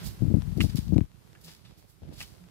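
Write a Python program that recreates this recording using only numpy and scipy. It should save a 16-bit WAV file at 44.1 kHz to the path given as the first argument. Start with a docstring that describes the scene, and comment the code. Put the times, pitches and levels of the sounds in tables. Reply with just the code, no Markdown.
"""Slow steps on wet mud

Someone walks beside a flooded village street, heard from the phone in their hand.
Each sole smacks the wet ground in a fizz of tiny bursts, and some squeeze out a ringing squelch.
Gusts buffet the left microphone for the first second; drops tick nearby over a soft background hiss."""
import sys
import numpy as np
from scipy import signal
from scipy.fft import rfft, irfft
from scipy.io import wavfile
from scipy.ndimage import uniform_filter1d

SR = 44100
rng = np.random.default_rng(int(sys.argv[2]) if len(sys.argv) > 2 else 0)


def store_pcm(level_fs):
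    """Save levels as 16-bit WAV."""
    pcm = np.round(np.clip(level_fs, -1, 1) * 32767).astype(np.int16)
    wavfile.write(sys.argv[1], SR, np.atleast_2d(pcm).T)


N = 110250
T = np.arange(N) / SR

# tone of fizzing mud: f/Hz, level/dB
MUD_TONE = [(300, -9.5), (700, -3.5), (1300, -1), (2200, 4.5), (3300, 5), (4800, 2.5), (6800, -13.5),
            (8700, -15), (10500, -7), (14000, -1), (16000, -5.5)]
# extra colouring of the smacks, the same at both microphones: f/Hz, level/dB
SMACK_TONE = [(100, 16), (2500, -1.5), (5000, 5.5), (7500, 12.5), (10000, 3.5), (15000, -7)]
# wet smacks: t/s, level/dB, rise/s, fall/s, tilt/(dB per octave), left-right/dB, burst size spread/dB
SMACKS = [(0.003, -51.5, .004, 0.034, -5, -1.5, -6), (0.064, -42, 0.02, 0.025, 4, -9.5, -1),
          (0.575, -50, 0.0017, 0.0096, 5.5, -2, -7), (0.62, -38, 0.0081, .026, 4.5, -0.5, 0),
          (0.7, -48.5, 0.0055, 0.006, 0, 3.5, -1), (0.758, -43, 0.0022, 0.0051, 5.5, -11, -3),
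          (0.772, -38, 0.0043, 0.0082, 3.5, 0.5, 6), (1.412, -56.5, .003, 0.025, 7, -2, 5),
          (1.446, -47.5, 0.0065, 0.022, 6, 1.5, 0.5), (1.484, -51, 0.0092, 0.018, -0.5, 4, 2),
          (1.519, -56, 0.024, 0.044, 3, -2.5, 7), (1.651, -64.5, 0.0048, 0.09, -1.5, -3.5, -5),
          (1.783, -61, 0.0072, 0.041, 5, -7, -1), (1.90, -57, 0.021, 0.025, 9, -2, 0),
          (2.134, -56.5, 0.0063, .03, 4.5, -1, 3), (2.213, -43.5, 0.026, 0.013, 3, -1, 1),
          (2.227, -40.5, .003, 0.0045, 5.5, -0.5, 2)]
SEEP_DB, SEEP_FALL_S = -12, 0.085
SHADOW_PER_OCTAVE = 0.63  # the phone's body adds this share of the left-right difference per octave


def smacks():
    """Films of water tear into tiny bursts under the sole, then the water seeps back."""
    out = 0
    for at, db, rise, fall, tilt_db, pan_db, spread_db in SMACKS:
        tearing = bursts(per_second=3000, spread_db=spread_db)[0]
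        left, right = at_microphones(tearing, direct_share=0.46)
        shadow_db = SHADOW_PER_OCTAVE * pan_db / 2
        fizz = np.array([colour(left, MUD_TONE, tilt_db + shadow_db),
                         colour(right, MUD_TONE, tilt_db - shadow_db)])
        shape = swell(at, rise, fall) + gain(SEEP_DB) * swell(at, rise, SEEP_FALL_S)
        out += gain(db) * pan(pan_db) * shape * unit(fizz)
    return colour(out, SMACK_TONE)


# notes a mud pocket rings with at pitch ratio 1: f/Hz, width/Hz, level/dB
POCKET_NOTES = [(1375, 150, -3), (1840, 170, -15), (2080, 170, 1.5), (2400, 150, 0), (2610, 130, 4),
                (2717, 78, 10.5), (2870, 84, -18), (2900, 100, -8), (3260, 53, -11)]
# tone of the spurt itself: f/Hz, level/dB
SPLASH_TONE = [(150, -19), (450, -4), (1400, -8.5), (2800, 5.5), (3500, -7), (4500, -17), (14000, -46)]
# squelches under the sole: t/s, level/dB, fall/s, pitch ratio
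SQUELCHES = [(0.606, -23.5, 0.0022, 1.01), (0.6119, -25.5, 0.003, 1.01), (1.352, -53.5, 0.0066, 0.62),
             (1.652, -57.5, 0.021, 1.32), (2.206, -36.5, 0.0015, 0.917), (2.2129, -38, 0.0043, .94),
             (2.225, -45, 0.014, 1.11)]


def squelches():
    """Air and water spurt from a pocket in the mud and make it ring."""
    out = 0
    for at, db, fall, pitch in SQUELCHES:
        shape = swell(at, rise=0.0013, fall=fall)
        rush = at_microphones(rng.standard_normal(N), direct_share=0.66)
        spurt = shape * steady(rush, seconds=0.006)
        ring = 0
        for hz, width, note_db in POCKET_NOTES:
            resonator = signal.iirpeak(hz * pitch, Q=hz / width, fs=SR)
            ring += gain(note_db) * signal.lfilter(*resonator, spurt + 1e-18)
        splash = gain(-7) * unit(colour(spurt, SPLASH_TONE))
        shape_level = np.sqrt(np.mean(shape ** 2))
        out += gain(db) * shape_level * (unit(ring) + splash)
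    return out


# tone of a dragging sole: f/Hz, level/dB
SCUFF_TONE = [(100, -31), (250, 6), (400, 2.5), (700, -5), (1100, -19), (2000, -21.5), (5000, -23.5),
              (14000, -54)]
# dull scuffs: t/s, level/dB, rise/s, fall/s, left-right/dB
SCUFFS = [(1.362, -59, 0.0044, .012, 5), (1.455, -60.5, 0.011, 0.081, -4), (1.715, -55.5, 0.011, 0.0094, 6),
          (1.765, -62.5, .01, 0.046, 7), (1.843, -58, 0.0058, 0.009, 5), (2.021, -52.5, .002, 0.088, 3),
          (2.091, -57.5, 0.018, 0.011, 16), (2.121, -50, 0.011, 0.021, 8.5), (2.34, -60, 0.045, 0.15, -2)]


def scuffs():
    """A sole drags dully through soft mud."""
    out = 0
    for at, db, rise, fall, pan_db in SCUFFS:
        rubbing = colour(bursts(per_second=900, spread_db=2.5), SCUFF_TONE)
        out += gain(db) * pan(pan_db) * swell(at, rise, fall) * steady(rubbing, seconds=0.015)
    return out


# tones of a strong gust and of light air: f/Hz, level/dB
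GUST_TONE = [(20, -35.5), (32, -0.5), (48, -6), (110, 3), (200, 0), (300, -4.5), (430, -21), (700, -34.5),
             (1200, -56.5), (3000, -88), (12000, -110)]
BREEZE_TONE = [(20, -55), (32, -9), (52, 1.5), (110, 1.5), (180, -1), (280, -18.5), (430, -35),
               (800, -43.5), (3000, -68), (12000, -105)]
# wind strength at each microphone: t/s, level/dB
LEFT_WIND = [(0, -43.5), (0.13, -47), (0.19, -45.5), (0.203, -24.5), (0.247, -17), (0.27, -21.5),
             (0.293, -19), (0.349, -14), (0.396, -22.5), (0.418, -31.5), (0.497, -25.5), (0.552, -29.5),
             (0.585, -19), (0.65, -14), (0.722, -37), (0.74, -21.5), (0.763, -22.5), (0.786, -20.5),
             (0.827, -35.5), (0.879, -27.5), (0.927, -18), (0.97, -16.5), (1.037, -21.5), (1.061, -72),
             (1.96, -96), (2.032, -36.5), (2.07, -74), (2.5, -74)]
RIGHT_WIND = [(0, -46), (0.07, -30), (0.15, -46.5), (0.53, -54), (0.6, -44), (0.74, -54), (0.83, -46),
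              (1.02, -52), (1.09, -57.5), (1.16, -48.5), (1.21, -56), (1.28, -53), (1.6, -56), (1.68, -49),
              (1.76, -54), (1.97, -58.5), (2.06, -46), (2.094, -36.5), (2.125, -48), (2.21, -43),
              (2.28, -55), (2.32, -48), (2.37, -53), (2.5, -56)]
GUST_FROM_DB, GUST_SPAN_DB, CHURN_DB, RIGHT_BOOST_DB = -27.5, 14.5, -10.5, 1.5


def wind():
    """Swirls of air buffet each microphone; stronger gusts break into smaller, brighter swirls."""
    out = []
    for rows, boost_db in ((LEFT_WIND, 0), (RIGHT_WIND, RIGHT_BOOST_DB)):
        strength_db = curve(rows)
        swirls = bursts(per_second=160, spread_db=3.5)[0] + gain(CHURN_DB) * rng.standard_normal(N)
        gust_share = np.clip((strength_db - GUST_FROM_DB) / GUST_SPAN_DB, 0, 1)
        gust = gust_share * unit(colour(swirls, GUST_TONE))
        breeze = (1 - gust_share) * unit(colour(swirls, BREEZE_TONE))
        out.append(gain(strength_db + boost_db) * steady(gust + breeze, seconds=0.029))
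    return np.array(out)


# tone of one wind thump: f/Hz, level/dB
THUMP_TONE = [(25, -13), (50, -8), (110, -1), (200, 0), (300, -2), (430, -17.5), (700, -26), (1200, -52.5),
              (3000, -63), (12000, -110)]
# wind thumps: t/s, peak on the louder side/dB, left-right/dB
WIND_THUMPS = [(0.221, -14.5, 37), (0.246, -17, 31), (0.266, -20.5, 30), (0.313, -16.5, 33),
               (0.342, -7.5, 38), (0.351, -12, 41), (0.583, -12, 35), (0.642, -9.5, 42), (0.923, -10, 37),
               (0.939, -13.5, 35), (0.9655, -6.5, 40), (0.9847, -5, 41), (2.091, -32.5, -16)]


def wind_thumps():
    """The hardest swirls hit a microphone as single pushes of air."""
    pulse = colour(signal.unit_impulse(N), THUMP_TONE)
    pulse /= np.abs(pulse).max()
    return sum(gain(db - abs(pan_db) / 2) * pan(pan_db) * np.interp(T - at, T, pulse, left=0)
               for at, db, pan_db in WIND_THUMPS)


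# tone of a drop landing: f/Hz, level/dB
DROP_TONE = [(300, -1.5), (900, 3), (2000, 0), (4500, -8), (7000, -10), (10000, -22), (16000, -34)]
# nearby drops: t/s, level before the boost/dB, left-right/dB
DROPS = [(0.194, -53, 6), (0.302, -50, 3), (0.376, -55, 1), (0.421, -41.5, 9), (0.882, -50, 20),
         (0.944, -42, 5), (0.9808, -33, 11.5), (1.0077, -49, 19), (1.275, -58, 10), (1.3315, -47.5, 2),
         (1.826, -57, 19), (2.339, -58, 2), (2.44, -57, 16)]
DROP_FALL_S, DROP_BOOST_DB = 0.00069, 10


def drops():
    """Single drops land with a dry tick."""
    ticks = 0
    for at, db, pan_db in DROPS:
        noise = steady(rng.standard_normal((2, N)), seconds=0.003)
        ticks += gain(db) * pan(pan_db) * swell(at, rise=0, fall=DROP_FALL_S) * noise
    return gain(DROP_BOOST_DB) * colour(ticks, DROP_TONE)


# brief low hums: t/s, half length/s, f/Hz, level/dB, left-right/dB
HUMS = [(1.472, 0.03, 165.4, -52, -5), (2.437, 0.033, 178, -52, -5)]


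def hums():
    """A soft low tone swells and fades."""
    out = 0
    for at, half_length, hz, db, pan_db in HUMS:
        shape = np.exp(-((T - at) / half_length) ** 4)
        tone = np.sqrt(2) * np.sin(2 * np.pi * (hz * T + rng.random()))
        out += gain(db) * pan(pan_db) * shape * tone
    return out


# tone of the background hiss at each microphone, with a low band on the left; the top treble falls away
# sharply: f/Hz, level/dB
LEFT_HISS_TONE = [(60, -7), (200, -0.5), (350, 12.5), (600, -2.5), (1000, -3.5), (2000, -6), (4500, -5.5),
                  (7000, -11), (10000, -16), (14400, -10), (15200, -37)]
RIGHT_HISS_TONE = [(60, -15), (200, 0.5), (350, 2.5), (600, 1.5), (850, 0), (2000, -6.5), (4500, -11),
                   (7000, -13), (10000, -9.5), (14400, -14), (15200, -28)]
# overall hiss, one list during the gusts and one after: t/s, level/dB
HISS_LEVELS = [
    [(0.0, -53), (0.134, -58), (0.406, -58), (0.79, -57.5), (0.856, -62.5), (0.978, -60), (1.03, -62.5)],
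    [(1.07, -68.5), (1.276, -64.5), (1.532, -65.5), (1.854, -69.5), (2.088, -68), (2.244, -63),
     (2.5, -65.5)],
]
LEFT_HISS_DB, RIGHT_HISS_DB, PATTER_DB = 3, 2, -9  # added to the overall level


def background_hiss():
    """A soft, wide hiss with a fine patter in it."""
    left = gain(LEFT_HISS_DB) * unit(colour(rng.standard_normal(N), LEFT_HISS_TONE))
    right = gain(RIGHT_HISS_DB) * unit(colour(rng.standard_normal(N), RIGHT_HISS_TONE))
    ticks = colour(bursts(per_second=64, spread_db=3), DROP_TONE)
    patter = gain(PATTER_DB) * pan(1.1) * unit(ticks)
    return gain(curve(np.vstack(HISS_LEVELS))) * (np.array([left, right]) + patter)


def at_microphones(sound, direct_share, lag_s=0.00011):
    """A sound reaches the right microphone a little late; noise stands in for its scattered part."""
    direct = np.array([sound, np.roll(sound, round(lag_s * SR))])
    scattered = rng.standard_normal((2, N))
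    return np.sqrt(direct_share) * direct + np.sqrt(1 - direct_share) * scattered


def bursts(per_second, spread_db):
    """Random clicks of very unequal size, in two channels."""
    clicks = (rng.random((2, N)) < per_second / SR) * rng.standard_normal((2, N))
    size_db = spread_db * np.minimum(rng.exponential(size=(2, N)), 4)
    return unit(clicks * gain(size_db))


def colour(x, tone, tilt_db=0):
    """Filter a sound by a tone table, tilted by tilt_db per octave around 5 kHz."""
    hz, db = np.array(tone).T
    octave = np.log2(np.maximum(np.fft.rfftfreq(N, 1 / SR), 10))
    tilt = tilt_db * np.maximum(octave - np.log2(5000), -2)
    response = gain(np.interp(octave, np.log2(hz), db) + tilt)
    # fold the cepstrum so the filter rings only after a click, never before it
    cepstrum = irfft(np.log(response), N)
    cepstrum[1:N // 2] *= 2
    cepstrum[N // 2 + 1:] = 0
    return irfft(rfft(x) * np.exp(rfft(cepstrum)), N)


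def swell(at, rise, fall):
    """Grow to a peak, then die away, both exponentially."""
    return np.exp(-np.maximum((at - T) / max(rise, 1e-4), (T - at) / max(fall, 1e-4)))


def steady(x, seconds):
    """Hold the short-term level near 1."""
    window = max(int(seconds * SR), 2)
    power = uniform_filter1d(uniform_filter1d(x ** 2, window), window)
    return x / np.sqrt(np.abs(power) + 1e-12)


def gain(db):
    """Turn decibels into a multiplier."""
    return 10 ** (np.asarray(db) / 20)


def pan(db):
    """Left and right multipliers; positive db leans left."""
    return gain(np.array([[db], [-db]]) / 2)


def unit(x):
    """Scale to an average (rms) level of 1."""
    return x / np.sqrt(np.mean(x ** 2) + 1e-20)


def curve(rows):
    """Join (time, value) rows with straight lines."""
    return np.interp(T, *np.array(rows).T)


def scene():
    """Steps, drops, wind, hums and hiss sound together."""
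    steps = smacks() + squelches() + scuffs()
    return steps + drops() + wind() + wind_thumps() + hums() + background_hiss()


def record(dry):
    """The phone cuts the deepest bass and the highest treble."""
    bass_cut = signal.butter(4, 36, "high", fs=SR, output="sos")
    treble_cut = signal.ellip(10, .2, 80, 15650, fs=SR, output="sos")
    return signal.sosfilt(treble_cut, signal.sosfilt(bass_cut, dry))


dry = scene()
out = record(dry)
store_pcm(out)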